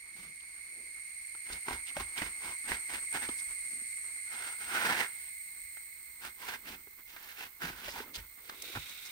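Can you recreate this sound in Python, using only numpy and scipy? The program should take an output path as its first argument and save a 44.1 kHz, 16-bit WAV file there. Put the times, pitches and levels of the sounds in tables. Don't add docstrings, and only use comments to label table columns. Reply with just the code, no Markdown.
import sys
import numpy as np
from scipy import signal
from scipy.fft import rfft, irfft, next_fast_len
from scipy.io import wavfile
from scipy.ndimage import uniform_filter1d

SR = 44100
rng = np.random.default_rng(int(sys.argv[2]) if len(sys.argv) > 2 else 0)


def persist_wave(psi):
    counts = np.round(np.clip(psi, -1, 1) * 32767).astype(np.int16)
    wavfile.write(sys.argv[1], SR, np.atleast_2d(counts).T)


N = 401751
TIME = np.arange(N) / SR
FFT_SIZE = next_fast_len(N)
FFT_HZ = np.fft.rfftfreq(FFT_SIZE, 1 / SR)

# t/s, hold/s, scrape level/dB, thump level/dB, spot f/Hz
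MOVES = [ (0.199, 0.054, -64.5, -63, 1180), (1.504, 0.037, -53, -49.5, 1910), (1.705, 0.031, -47, -44, 920),
         (1.986, 0.019, -46.5, -43.5, 1090), (2.179, 0.0052, -41, -56, 2300),
         (2.229, 0.023, -46.5, -48, 2000), (2.456, .04, -49.5, -55, 1026),
         (2.704, 0.026, -40.5, -47.5, 1910), (2.927, 0.02, -42, -55, 1870),
         (3.155, 0.012, -40.5, -57, 1770), (3.228, 0.0083, -43, -56, 1860), (3.295, .02, -60.5, -59, 1120),
         (3.468, 0.0039, -77, -58, 1200), (4.379, .11, -47, -83, 1420), (4.63, .03, -50.5, -64, 1494),
         (4.765, .1, -35.5, -64, 1460), (4.925, .075, -34, -58, 1810), (5.203, 0.067, -68, -72, 1890),
         (5.618, 0.0046, -90, -60, 1210), (6.245, .015, -47, -60, 1400), (6.433, 0.028, -49, -64, 1000),
         (6.504, 0.022, -41.5, -64, 1660), (6.692, .025, -48, -57.5, 2580), (7.107, .02, -61.5, -78, 2580),
         (7.238, .08, -56, -95, 1800), (7.408, .025, -46.5, -73, 2660), (7.644, 0.019, -41.5, -51, 1500),
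         (7.725, 0.097, -54.5, -56, 1480), (7.857, 0.022, -47.5, -53, 3150), (7.954, .04, -48.5, -56, 926),
         (8.173, 0.0093, -53, -45.5, 1800), (8.47, 0.058, -65.5, -75, 1400), (8.751, 0.011, -54, -48, 1140)]
# f/Hz, correlation
NEAR_LIKENESS = [(100, 1), (640, 1), (1200, 0.75), (2500, 0.37), (5000, 0.34), (15000, 0.18)]


def scrapes(slip_db=1.72, grain_db=1.0, level_db=2, ring_db=-2.5, flakes_per_s=600, flake_db=10):
    usual_hold_s, press_s, release_s, firm_db = .02, .046, .054, -43
    power, rings = np.zeros((3, N)), np.zeros((2, N))
    for s, hold, db, thump_db, hz in MOVES:
        stretch = hold / usual_hold_s
        rise, fall = press_s * stretch ** .5, release_s * stretch ** .27
        t = np.arange(-2 * rise, hold + 2 * fall, 1 / SR)
        pressure = amp(-20 * (np.minimum(t, 0) / rise) ** 2 - 20 * (np.maximum(t - hold, 0) / fall) ** 2)
        treble_db = 3 + .42 * (firm_db - db) - 9 * hold
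        bass_db = 4 + .33 * (thump_db - db)
        add(power, s + t[0], (band_gains(db, treble_db, bass_db) * pressure) ** 2)
        add(rings, s + t[0], amp(db) * spot(pressure, hz, q=8.8))
    slips = unit(amp(slip_db * wander(40)))
    flakes = 1 + amp(flake_db) * (rng.random(N) < flakes_per_s / SR)
    friction = noise() * flakes * slips * amp(grain_db * wander(790))
    rubbed = (bark_bands(friction) * np.sqrt(power)[:, None]).sum(0)
    return amp(level_db) * rubbed + amp(ring_db) * slips * rings


def slaps(t60=0.041, attack_s=0.00017, level_db=5, treble_db=-9, ring_db=4):
    # t/s, level/dB, bass boost/dB, spot f/Hz
    landings = [ (1.348, -52.5, -2, 1250), (1.5, -47.5, 8, 1500), (1.683, -34.5, 6, 1060),
                (1.708, -37.5, 6.5, 816), (1.966, -34, 0, 593), (2.218, -34.5, 4.5, 2010),
                (2.225, -42, 11, 950), (2.717, -32.5, 1, 1900), (3.147, -40.5, 2, 705),
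                (3.29, -42.5, 15.5, 1120), (4.908, -33, -8, 990), (5.769, -52, -20, 1804),
                (6.872, -57.5, 8, 388), (7.164, -45.5, -25, 1630), (7.407, -42.5, 5, 2650),
                (7.618, -40.5, -11, 1500), (7.638, -39.5, 8, 170), (7.699, -47, 18, 1450),
                (7.878, -42, 4, 553), (8.002, -43, 5, 450), (8.495, -42.5, 0.5, 1410),
                (8.751, -40.5, 9, 1170), (8.758, -39, 5, 101), (8.771, -40, 4, 147)]
    t = np.arange(SR // 8) / SR
    blow = (1 - np.exp(-t / attack_s)) * amp(-60 * t / t60)
    force, knocks = np.zeros((3, N)), np.zeros((2, N))
    for s, db, bass_db, hz in landings:
        add(force, s, band_gains(db, treble_db, bass_db) * blow)
        add(knocks, s, amp(db) * spot(blow, hz, q=6.3))
    crush = (bark_bands(noise()) * force[:, None]).sum(0)
    return amp(level_db) * crush + amp(ring_db) * knocks


def thumps(attack_s=0.011, t60=0.25, level_db=4):
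    # f/Hz, level/dB
    modes = [(50, 0.5), (73, -2.5), (108, -11)]
    t, out = np.arange(SR // 2) / SR, np.zeros(N)
    for s, _, _, db, _ in MOVES:
        detunes = rng.uniform(.94, 1.06, len(modes))
        ring = sum(amp(mode_db) * np.sin(2 * np.pi * hz * detune * t)
                   for (hz, mode_db), detune in zip(modes, detunes))
        add(out, s, ring * (1 - np.exp(-t / attack_s)) * amp(db - 60 * t / t60))
    return amp(level_db) * out


def crackles_and_rubs(crackle_db=1, rub_half_s=.14):
    # peak t/s, half length/s, level/dB, f/Hz
    crackles = [(0.407, 0.0089, -56, 3200), (1.53, .012, -41, 4300), (1.885, 0.029, -45, 2900),
                (2.182, 0.015, -38, 3020), (3.292, .008, -41.5, 3280), (3.397, 0.023, -48, 4970),
                (7.863, 0.017, -46, 3100), (8.156, .02, -38, 3900), (8.498, 0.0083, -44.5, 4060),
                (8.624, .005, -37.5, 7100), (7.909, .04, -46.5, 4800), (8.896, .025, -51, 5850),
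                (9.063, 0.023, -47, 5500)]
    # peak t/s, level/dB, f/Hz
    rubs = [(.23, -62, 166), (.8, -65, 330), (3.76, -62.5, 246), (8.5, -63.5, 440), (8.68, -57, 380),
            (6.7, -59, 260), (8.07, -58.5, 300), (4.89, -47, 250)]
    out = np.zeros((2, N))
    for s, half_s, db, hz in crackles:
        add(out, *burst(s, half_s, db + crackle_db, hz, q=2.2))
    for s, db, hz in rubs:
        add(out, *burst(s, rub_half_s, db, hz, q=2.3))
    return out


def burst(peak_s, half_s, db, hz, q):
    t = np.arange(-1.5 * half_s, 1.5 * half_s, 1 / SR)
    envelope = amp(-20 * (t / half_s) ** 2)
    return peak_s + t[0], amp(db) * spot(envelope, hz, q)


def spot(force, hz, q, grit_db=4):
    size = len(force)
    grit = amp(grit_db * unit(uniform_filter1d(rng.standard_normal(size), size=60)))
    grains = correlate(rng.standard_normal((2, size)) * grit, at_hz(NEAR_LIKENESS, hz))
    ring = signal.lfilter(*signal.iirpeak(hz, q, fs=SR), grains * force)
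    return unit(ring) * np.sqrt(np.mean(force ** 2))


def bark_bands(friction, bass_hz=430, treble_hz=2700):
    # f/Hz, level/dB
    bark_colour = [(30, -21), (110, -12), (220, -5.5), (430, -5.5), (590, -11), (830, -1.5), (1150, -6.5),
                   (1450, -1), (1950, -1), (3000, -6), (4500, -10.5), (7000, -17), (11000, -18),
                   (16000, -18)]
    bark = coloured(friction, bark_colour, near=True)
    bass = signal.sosfiltfilt(signal.butter(2, bass_hz, fs=SR, output="sos"), bark)
    treble = signal.sosfiltfilt(signal.butter(2, treble_hz, "high", fs=SR, output="sos"), bark)
    return np.array([bark - bass - treble, treble, bass])


def band_gains(db, treble_db, bass_db):
    return amp(db + np.array([[0], [treble_db], [bass_db]]))


def humming_ring(touches):
    # f/Hz, width/Hz, level/dB
    resonances = [(255, 23, -13.5), (352, 12, -20), (838, 38, -18), (988, 39, -7), (1380, 13, 2),
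                  (1496, 53, -5), (1565, 59, -7.5)]
    return touches + sum(amp(db) * signal.lfilter(*signal.iirpeak(hz, hz / width, fs=SR), touches)
                         for hz, width, db in resonances)


def cicadas(start_hz=2174, sink_hz_per_s=6.5, drone_db=-46, whine_db=-6, shrill_db=3, hiss_db=-14):
    # t/s, level/dB
    swell = [(0.0, -54.5), (1.09, -49.5), (3.17, -43), (4.76, -47), (5.73, -51.5), (7.2, -67.5),
             (9.1, -59.5)]
    # multiple, width/Hz, level/dB
    drone_bands = [(1, 142, -3), (1, 730, -12), (2, 420, -12.5)]
    # multiple, width/Hz, level/dB
    shrill_bands = [(4, 447, -1), (5, 600, -24), (6, 640, -21.5)]
    # f/Hz, level/dB
    hiss_colour = [(500, -51), (3300, -14), (5000, -5.5), (7500, -3.5), (10000, -8.5), (16000, -5)]
    top_db = np.interp(TIME, *np.transpose(swell))
    from_peak_db = top_db - top_db.max()
    low_db = .55 * from_peak_db - .18 * TIME
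    pitch_hz = start_hz - sink_hz_per_s * TIME
    whine = unit(np.array([np.sin(phase(pitch_hz * .995 + 45 * wander(40.55))) for _ in range(2)]))
    drone = harmonic_bands(drone_bands, pitch_hz) + amp(whine_db + .39 * from_peak_db) * whine
    hiss = amp(hiss_db) * coloured(noise(), hiss_colour)
    shrill = harmonic_bands(shrill_bands, pitch_hz) + near_cicadas(pitch_hz) + hiss
    flutter_db = .92 * wander(220) + .53 * wander(19)
    return amp(low_db + drone_db) * drone + amp(top_db + shrill_db + flutter_db) * shrill


def near_cicadas(pitch_hz, sag=0.01825, jitter=0.0025, click_hz=250, click_depth=0.38, fade_s=0.98):
    # full voice from t/s, to t/s, ratio to the chorus's 4th harmonic, syllables/Hz, level/dB
    singers = [(0, 1.73, 1.03, 8.55, -3.5), (2.6, 6.6, 0.95, 8.2, -6), (3.5, 5.1, 1.047, 9.6, -6)]
    out = np.zeros((2, N))
    for start, end, ratio, syllable_hz, db in singers:
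        syllable = np.cumsum(syllable_hz * (1 + .18 * wander(4))) / SR % 1
        hz = 4 * pitch_hz * ratio * (1 + sag * (.5 - syllable) + jitter * wander(158.5))
        clicks = 1 + click_depth * np.cos(phase(click_hz * (1 + .0601 * wander(25.3))))
        song = grove(np.sin(phase(hz)), t60=0.29) * clicks
        singing = np.clip(np.minimum(TIME - start, end - TIME) / fade_s + 1, 0, 1)
        out += amp(db - 1) * singing * song / song.std(axis=1, keepdims=True)
    return out


def harmonic_bands(bands, pitch_hz):
    hz, out = np.fft.fftfreq(FFT_SIZE, 1 / SR), np.zeros((2, N))
    for multiple, width_hz, db in bands:
        spectrum = np.fft.fft(noise(), FFT_SIZE) / np.sqrt(1 + (2 * hz / width_hz) ** 4)
        blur = np.fft.ifft(spectrum * np.exp(2j * np.pi * rng.random(FFT_SIZE)))[:, :N]
        carrier = np.exp(1j * multiple * phase(pitch_hz))
        out += amp(db) * unit((blur * carrier).real)
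    return out


def insect_rattle(full_s=4.6, rise_db_per_s=64, level_db=-55):
    # f/Hz, level/dB
    colour = [(100, -72.5), (8000, -67), (10500, -10), (13000, -3.5), (14200, -5), (15300, 4),
              (16000, -12.5)]
    swell_db = -rise_db_per_s * np.maximum(full_s - TIME, 0)
    return amp(level_db + swell_db) * rasp(colour, stroke_hz=61, depth_db=3, uneven=0.143)


def insect_buzz(full_s=8.66, rise_db_per_s=110, fade_db_per_s=10.2, level_db=-45.5):
    # f/Hz, level/dB
    colour = [(300, -30), (1100, -22.5), (1450, -12), (1750, -16.5), (2300, -5), (3050, -11.5), (3450, -7),
              (3750, -0.5), (4150, -9.5), (4700, -13.5), (7000, -17.5), (16000, -21.5)]
    swell_db = -rise_db_per_s * np.maximum(full_s - TIME, 0)
    fade_db = -fade_db_per_s * np.maximum(TIME - full_s, 0)
    return amp(level_db + swell_db + fade_db) * rasp(colour, stroke_hz=32, depth_db=1.5, uneven=0.207)


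def rasp(colour, stroke_hz, depth_db, uneven):
    strokes = np.cos(phase(stroke_hz * (1 + uneven * wander(9.2))))
    return coloured(noise() * amp(depth_db * strokes + .8 * wander(500)), colour)


def foliage(level_db=-74, flutter_db=5):
    # f/Hz, level/dB
    colour = [(30, -0.5), (130, -9.5), (330, -1.5), (600, -12), (1100, 2), (1600, -0.5), (3000, -8),
              (16000, -31)]
    # crest t/s, half length/s, rise/dB
    stirs = [(3.1, 1.2, 8.5), (8.1, 1.27, 9)]
    stir_db = sum(rise_db * np.exp(-((TIME - s) / half_s) ** 2) for s, half_s, rise_db in stirs)
    return amp(level_db + stir_db + flutter_db * wander(16.3)) * coloured(noise(), colour)


def air(level_db=-65):
    # f/Hz, level/dB
    colour = [(25, -1), (60, 9), (130, -3), (300, -9), (620, -14.5), (1100, -8), (1600, -48), (3200, -9),
              (7000, -5), (16000, -13.5)]
    return amp(level_db) * coloured(noise(), colour)


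def grove(x, t60, echoes_per_s=2000):
    t = np.arange(SR // 2) / SR
    taps = rng.standard_normal((2, len(t))) * (rng.random((2, len(t))) < echoes_per_s / SR)
    taps *= amp(-60 * t / t60)
    return signal.fftconvolve(np.atleast_2d(x), taps / np.linalg.norm(taps[0]), axes=1)[:, :N]


def from_left(x, lag_s=.0002, above_hz=420):
    lag = lag_s * FFT_HZ ** 2 / (FFT_HZ ** 2 + above_hz ** 2)
    right = irfft(rfft(x[1], FFT_SIZE) * np.exp(-2j * np.pi * FFT_HZ * lag), FFT_SIZE)[:N]
    return np.array([x[0], right])


def coloured(x, colour, near=False):
    # f/Hz, correlation (capped at 1 in use)
    far_likeness = [(60, 0.8), (290, 0.65), (640, 1.65), (1000, 0.1), (1500, 0.43), (3000, 0), (15000, 0)]
    pair = correlate(rfft(x, FFT_SIZE), at_hz(NEAR_LIKENESS if near else far_likeness, FFT_HZ))
    return unit(irfft(pair * amp(at_hz(colour, FFT_HZ)), FFT_SIZE)[:, :N])


def correlate(pair, likeness):
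    left, right = pair
    same = np.clip(likeness, -1, 1)
    return np.array([left, same * left + np.sqrt(1 - same ** 2) * right])


def wander(rate_hz):
    spectrum = rfft(rng.standard_normal(FFT_SIZE)) / (1 + (FFT_HZ / rate_hz) ** 4)
    return unit(irfft(spectrum, FFT_SIZE)[:N])


def noise():
    return rng.standard_normal((2, N))


def phase(hz):
    return 2 * np.pi * np.cumsum(hz) / SR


def amp(db):
    return 10 ** (np.asarray(db) / 20)


def unit(x):
    return x / np.sqrt(np.mean(abs(x) ** 2) + 1e-20)


def at_hz(points, hz):
    f, value = np.transpose(points)
    return np.interp(np.log(hz + 1), np.log(f + 1), value)


def add(mix, s, sound):
    part = mix[..., max(round(s * SR), 0):][..., :sound.shape[-1]]
    part += sound[..., :part.shape[-1]]


def scene(touch_db=-1.7, echo_db=-19):
    touches = amp(touch_db) * from_left(humming_ring(scrapes() + slaps() + crackles_and_rubs()))
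    foreground = touches + amp(echo_db) * grove(touches, t60=0.67) + thumps()
    return foreground + cicadas() + insect_rattle() + insect_buzz() + foliage() + air()


def record(dry, cutoff_hz=15850):
    # f/Hz, left minus right/dB
    balance = [(60, -0.5), (380, -0.5), (700, -0.5), (1300, -3.5), (2300, -8), (4400, 0), (8300, -2),
               (15000, -7.5)]
    gains = amp(np.array([[.5], [-.5]]) * at_hz(balance, FFT_HZ))
    panned = irfft(rfft(dry, FFT_SIZE) * gains, FFT_SIZE)[:, :N]
    lowpass = signal.firwin(1023, cutoff_hz, window=("kaiser", 9), fs=SR)
    return signal.oaconvolve(panned, lowpass[None], "same", axes=1)


dry = scene()
out = record(dry)
persist_wave(out)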